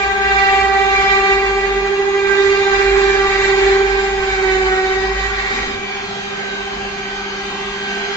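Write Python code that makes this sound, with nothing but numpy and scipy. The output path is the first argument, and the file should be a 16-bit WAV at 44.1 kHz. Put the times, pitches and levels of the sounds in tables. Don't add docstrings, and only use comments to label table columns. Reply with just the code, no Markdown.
import sys
import numpy as np
from scipy import signal
from scipy.fft import rfft, irfft, next_fast_len
from scipy.io import wavfile
from scipy.ndimage import uniform_filter1d

SR = 44100
rng = np.random.default_rng(int(sys.argv[2]) if len(sys.argv) > 2 else 0)


def persist_wave(psi):
    counts = np.round(np.clip(psi, -1, 1) * 32767).astype(np.int16)
    wavfile.write(sys.argv[1], SR, np.atleast_2d(counts).T)


N = 359856
TIME = np.arange(N) / SR
STEP = 32
SLOW_TIME = np.arange(N // STEP + 2) * STEP / SR
CUT_END_S, TOP_HZ = 5.72, 7680
SIDES, PORT_SPAN_S = np.array([[1], [-1]]), 0.00043

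# time in seconds, cutting trimmer in Hz, light trimmer in Hz.
SPEEDS = [(0, 393.3, 413.5), (.65, 390.5, 408), (1.6, 392.3, 407), (2.2, 395.6, 408), (2.9, 393.6, 410),
          (3.5, 390, 412.2), (4.08, 391.5, 413), (4.5, 380.5, 398), (4.75, 378, 395), (5.2, 385.5, 399.3),
          (5.55, 383.5, 400), (6.05, 388.7, 402.5), (7, 385, 400.2), (7.7, 385.8, 400),
          (8.16, 388.3, 402.5)]


def undb(db):
    return np.exp(np.asarray(db) * (np.log(10) / 20))


def curves(table):
    times_s, *columns = np.transpose(table)
    return [np.interp(TIME, times_s, column) for column in columns]


def until(end_s, fade_s):
    return .5 - .5 * np.tanh((TIME - end_s) / fade_s)


def blend(busy_db, idle_db, share):
    return undb(share * busy_db + (1 - share) * idle_db)


def pan(db):
    gains = undb(SIDES * db / 2)
    return gains / np.sqrt(np.mean(gains ** 2, axis=0))


def drift(width_hz):
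    count = len(SLOW_TIME)
    size = next_fast_len(count)
    hz = np.arange(size // 2 + 1) * SR / STEP / size
    spectrum = rfft(rng.standard_normal((2, size))) / (1 + (hz / width_hz) ** 2)
    real, imag = irfft(spectrum, size)[:, :count]
    return (real + 1j * imag) / np.sqrt(np.mean(real ** 2 + imag ** 2))


def swirl(width_hz):
    return np.interp(TIME, SLOW_TIME, drift(width_hz))


def walk(width_hz):
    return np.sqrt(2) * swirl(width_hz).real


def noise(colour, db, direct, pan_db, peaks=(), left_lead_s=0.00017):
    size = next_fast_len(N)
    hz = np.arange(size // 2 + 1) * SR / size + 1e-3
    colour_hz, colour_db = np.transpose(colour)
    shape_db = np.interp(np.log(hz), np.log(colour_hz), colour_db)
    shape_db += sum(peak_db / (1 + (2 * (hz - centre_hz) / width_hz) ** 2)
                    for centre_hz, width_hz, peak_db in peaks)
    straight, mid, side = rfft(rng.standard_normal((3, size))) * undb(shape_db) * (hz < TOP_HZ)
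    coherence = np.sinc(2 * hz * PORT_SPAN_S)
    hall = mid * np.sqrt((1 + coherence) / 2) + SIDES * side * np.sqrt((1 - coherence) / 2)
    lead = np.exp(1j * np.pi * hz * left_lead_s * SIDES)
    ports = irfft(hall + direct * straight * lead, size)[:, :N]
    return ports * undb(db) / np.std(ports) * pan(pan_db)


def mottle(sound, depth_db, width_hz, length_s):
    size = 1024
    _, _, spectra = signal.stft(sound, nperseg=size)
    field = rng.standard_normal(spectra.shape[1:])
    for axis, span in enumerate((width_hz * size / SR, 2 * length_s * SR / size)):
        span = max(round(span), 1)
        field = uniform_filter1d(uniform_filter1d(field, span, axis=axis), span, axis=axis)
    gain = undb(depth_db * field / field.std())
    return signal.istft(spectra * gain / np.sqrt(np.mean(gain ** 2)), nperseg=size)[1][:, :N]


def idle_swell_db(start_s=7.08, db_per_s=2.5):
    return db_per_s * np.maximum(TIME - start_s, 0)


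def knife_bite_db(surge_db=0.56, surge_hz=7.2):
    # time in seconds, relative bite in dB.
    bite = [(0, -32.0), (0.17, -33.5), (0.45, -29), (0.8, -31.5), (1.2, -29), (1.55, -32.5), (2.08, -34),
            (2.55, -29.5), (3.0, -29), (3.45, -28.5), (3.8, -29.5), (4.2, -32), (4.55, -30), (5.05, -32),
            (5.62, -29.5)]
    db, = curves(bite)
    return db - db[TIME < CUT_END_S].mean() + surge_db * walk(surge_hz)


def shaft_order(turn, order, shaft_hz, sway, sway_hz, fray, swell=0, fray_hz=24, left_lead_s=0.00015):
    # centre in seconds, half-width in seconds, order, lift in dB at swell=1.
    swells = [(0.223, 0.23, 4, 12.5), (1.25, .18, 5, 0.5), (2.304, 0.13, 4, 8), (2.56, 0.026, 3, 6),
              (2.72, 0.072, 4, 5.5), (3.254, 0.043, 3, 12.5), (3.45, 0.14, 5, 5.5), (3.936, 0.26, 4, 1),
              (4.45, .2, 6, 4.5), (4.728, 0.083, 4, 7), (5.1, 0.4, 5, 6.5), (5.9, .15, 6, 23),
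              (6.52, .16, 4, 11), (7.2, 0.19, 4, 8.5), (7.97, .2, 4, 11)]
    hz = order * shaft_hz
    spread = np.sqrt(1 - np.sinc(2 * hz * PORT_SPAN_S))
    imbalance = sway * spread * drift(sway_hz)
    lead = np.exp(1j * np.pi * hz * left_lead_s * SIDES)
    line = (1 + SIDES * imbalance) * lead / np.sqrt(1 + abs(imbalance) ** 2)
    skirts = fray * (drift(fray_hz) + SIDES * spread * drift(fray_hz)) / np.sqrt(1 + spread ** 2)
    swell_db = swell * sum(db * np.exp(-((SLOW_TIME - at_s) / half_s) ** 2)
                           for at_s, half_s, on_order, db in swells if on_order == order)
    envelope = (line * undb(swell_db) + skirts * undb(swell_db / 2)) * np.sqrt(2 / (1 + fray ** 2))
    carrier = np.exp(1j * (order * turn + rng.uniform(0, 2 * np.pi)))
    return np.array([(np.interp(TIME, SLOW_TIME, port) * carrier).real for port in envelope])


def cutting_trimmer(turn, other_turn, load, bite_db, beat=0.38, panel_loose_s=5.165):
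    # time in seconds, relative level in dB.
    unbalance = [(0, -25.5), (0.8, -21.5), (1.08, -23.5), (1.3, -16.5), (1.6, -19.5), (2.5, -13),
                 (2.75, -16), (3.05, -12), (3.32, -20), (3.7, -10.5), (4.13, -20), (4.25, -17),
                 (4.34, -24.5), (4.44, -15), (5.05, -19)]
    # time in seconds, left minus right in dB.
    unbalance_pan = [(0, -5.5), (0.42, 11.5), (0.7, -17.5), (1.15, 1.5), (1.6, 0.0), (1.9, -4.0), (5, -3.5)]
    # time in seconds, relative level in dB.
    second_order = [(0, -22.5), (0.55, -15), (1.2, -19), (2.05, -30.5), (2.52, -36.5), (2.65, -24.5),
                    (3.35, -26), (4.5, -26), (4.8, -23.5), (5.6, -35)]
    # shaft order, then relative dB in mid-panel, towards the panel end and idling.
    rasp_orders = [(3, -2.5, -7.5, -6), (5, 0.5, -2.5, -0.5), (6, -2.5, -3.5, -12), (7, -8, -9, -24),
                   (8, -14.5, -10.5, 2), (9, -18.5, -34, -26), (10, -24.5, -27, -19),
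                   (11, -19.5, -18.5, -19), (12, -37, -33, -8.5), (16, -45, -39.5, -12)]
    # time in seconds, share 0-1.
    chatter_shares = [(0, 0.88), (3.9, 0.86), (4.5, 0.54), (5.5, 0.54), (5.9, 0.35)]
    shaft_hz = curves(SPEEDS)[0]
    first_db, = curves(unbalance)
    pan_db, = curves(unbalance_pan)
    second_db, = curves(second_order)
    orders = [(1, blend(first_db - 0.86, -36.5, until(panel_loose_s, 0.078)) * pan(pan_db)),
              (2, blend(second_db - 0.2, -42, load) * pan(0.92)),
              (4, blend(-27 + 1.1 * bite_db, -39, until(panel_loose_s, 0.31)) * pan(-5.5))]
    ease_db = np.interp(TIME, [1.3, 3.0], [0, -6])
    strain_db = 0.27 * np.maximum(382.4 - shaft_hz, 0)
    rasp = blend(-21.5 + ease_db + strain_db + 1.62 * bite_db, -40 + idle_swell_db(), load)
    for order, middle_db, end_db, idle_db in rasp_orders:
        stage_db = np.interp(TIME, [1.5, 3.3, 5.5, 5.9], [middle_db, end_db, end_db, idle_db])
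        orders.append((order, rasp * undb(stage_db) * pan(-2)))
    chatter = np.interp(SLOW_TIME, *np.transpose(chatter_shares))
    whine = 0
    for order, gain in orders:
        height = min(order / 4, 1)
        shake = beat * height ** 2 * load * np.cos(other_turn - turn + rng.uniform(0, 2 * np.pi))
        fray = (0.28 + .125 * (min(order, 8) - 1) * height) * chatter
        tone = shaft_order(turn, order, shaft_hz.mean(), sway=.5 * height, sway_hz=3.6, fray=fray, swell=1)
        whine += gain * (1 + shake) * tone
    return whine


def light_trimmer(turn, other_turn, load):
    # shaft order, base level in dB.
    upper_orders = [(3, -46.5), (6, -39), (8, -45), (16, -48)]
    shaft_hz = curves(SPEEDS)[1]
    mean_hz = shaft_hz.mean()
    orders = [(1, undb(-32) * pan(-5)), (2, undb(-41)), (4, undb(-37))]
    orders += [(order, undb(db)) for order, db in upper_orders]
    whine = sum(gain * shaft_order(turn, order, mean_hz, sway=0.88, sway_hz=1, fray=0.18 * order, swell=0.24)
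                for order, gain in orders)
    load_db = load * (1.3 - np.maximum(395.8 - shaft_hz, 0))
    frame_db = -37.5
    contact = np.interp(TIME, [0, 2.4, 4, 5.7], undb([-32.5, 6, 4, 1]))
    frame = shaft_order(turn + other_turn, 1, 2 * mean_hz, sway=0.77, sway_hz=0.41, fray=1)
    return whine * undb(load_db + idle_swell_db()) + undb(frame_db) * contact * frame


def chips_and_panel(turn, load, bite_db, pulsing=0.29):
    # frequency in Hz, relative density in dB.
    chip_colour = [(900, -45.5), (1400, -0.5), (1800, 3.5), (2200, 4.5), (2500, -6.5), (3000, -35),
                   (3500, 0.5), (4300, -14), (5000, -9.5), (5600, -16), (6600, -9), (7600, -22.5)]
    panel_colour = [(25, -3), (45, -11.5), (85, 0), (130, -8.5), (270, -15.5), (400, 3.5), (490, -9.5),
                    (640, -8.5), (900, -8.5), (1080, 4), (1350, -2), (2000, -10), (4000, -33.5)]
    # centre in Hz, width in Hz, gain in dB.
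    hood = [(542, 18, 4.5), (738, 27, 8.5), (870, 75, 11.5), (1070, 62, 1.5), (1510, 20, -4),
            (1740, 100, 0.5), (2480, 16, 7), (3250, 160, -17), (3740, 41, 7), (4043, 92, 10), (4100, 42, 6),
            (4526, 47, 13.5), (5200, 59, -7), (5030, 65, 6.5), (6470, 170, -14.5), (7420, 90, 14.5)]
    chips = noise(chip_colour, -26, direct=0.29, pan_db=-1, peaks=hood)
    chips *= 1 + pulsing * (np.cos(turn) + np.cos(2 * turn))
    panel = noise(panel_colour, -29.5, direct=0.5, pan_db=-5.5, peaks=hood)
    cut = chips * undb(1.53 * bite_db) + panel * undb(0.93 * bite_db)
    return load * mottle(cut, depth_db=2.6, width_hz=130, length_s=.06)


def feed_drive(rough=0.55, rough_hz=9, rise_db_per_s=3.5, full_s=1.5, free_s=5.62):
    # time in seconds, drone pitch in Hz.
    pitch = [(0, 57.5), (.8, 55.5), (.92, 51.2), (1.33, 51), (1.6, 45.7), (3.5, 45.6), (5.3, 49.2)]
    hz, = curves(pitch)
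    slack = until(2.73, .06) - until(1.91, .04)
    db = -36.5 + rise_db_per_s * np.minimum(TIME, full_s) - 9.5 * slack
    drone = np.exp(2j * np.pi * np.cumsum(hz) / SR) * (1 + rough * swirl(rough_hz))
    return np.sqrt(2) * drone.real * undb(db) * until(free_s, .2)


def mains_hum(load, idle_lift_db=5):
    # frequency in Hz, base level in dB.
    harmonics = [(50, -52), (100, -69.5), (200, -40.5), (300, -58), (500, -62), (600, -57)]
    waver = undb(.6 * walk(2.5))
    hum = sum(undb(db) * np.sin(2 * np.pi * hz * TIME + rng.uniform(0, 2 * np.pi)) for hz, db in harmonics)
    return np.sqrt(2) * hum * waver * undb(idle_lift_db * (0.5 - load)) * pan(1.6)


def cooling_air(load, loaded_db=-5):
    # frequency in Hz, relative density in dB.
    colour = [(20, -7.5), (45, 5), (70, -3.5), (130, -2.5), (210, 2), (280, -4), (400, -3), (620, -10.5),
              (780, -2), (1300, 1.5), (2400, -2.5), (4200, -3.5), (5600, -14.5), (7600, -17)]
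    # centre in Hz, width in Hz, gain in dB.
    housings = [(709, 100, 8.9), (1050, 17, 6.6), (1523, 40, 1.4),
                (2180, 520, 5.2), (2730, 49, 7.8), (5230, 75, 3.8)]
    rush = noise(colour, -27.5, direct=0.6, pan_db=-0.5, peaks=housings)
    rush = mottle(rush, depth_db=2.5, width_hz=110, length_s=.09)
    return rush * undb(loaded_db * load + idle_swell_db())


def panel_release(at_s=5.66, half_width_s=0.18, db=-30.5):
    # frequency in Hz, relative density in dB.
    colour = [(60, -8), (170, -17), (220, -0.5), (260, -7), (500, -13.5), (1200, -49), (5000, -46.5)]
    return noise(colour, db, direct=0.57, pan_db=0) * np.exp(-((TIME - at_s) / half_width_s) ** 2)


def scene():
    cutting_turn, light_turn = (2 * np.pi * np.cumsum(hz) / SR for hz in curves(SPEEDS))
    load, bite_db = until(CUT_END_S, 0.08), knife_bite_db()
    whine = cutting_trimmer(cutting_turn, light_turn, load, bite_db)
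    whine += light_trimmer(light_turn, cutting_turn, load)
    cut = chips_and_panel(cutting_turn, load, bite_db)
    return whine + cut + feed_drive() + panel_release() + mains_hum(load) + cooling_air(load)


def record(dry, ceiling=.88):
    rounded = dry / (1 + (dry / ceiling) ** 8) ** (1 / 8)
    return signal.sosfilt(signal.ellip(12, .1, 85, TOP_HZ, fs=SR, output="sos"), rounded)


dry = scene()
out = record(dry)
persist_wave(out)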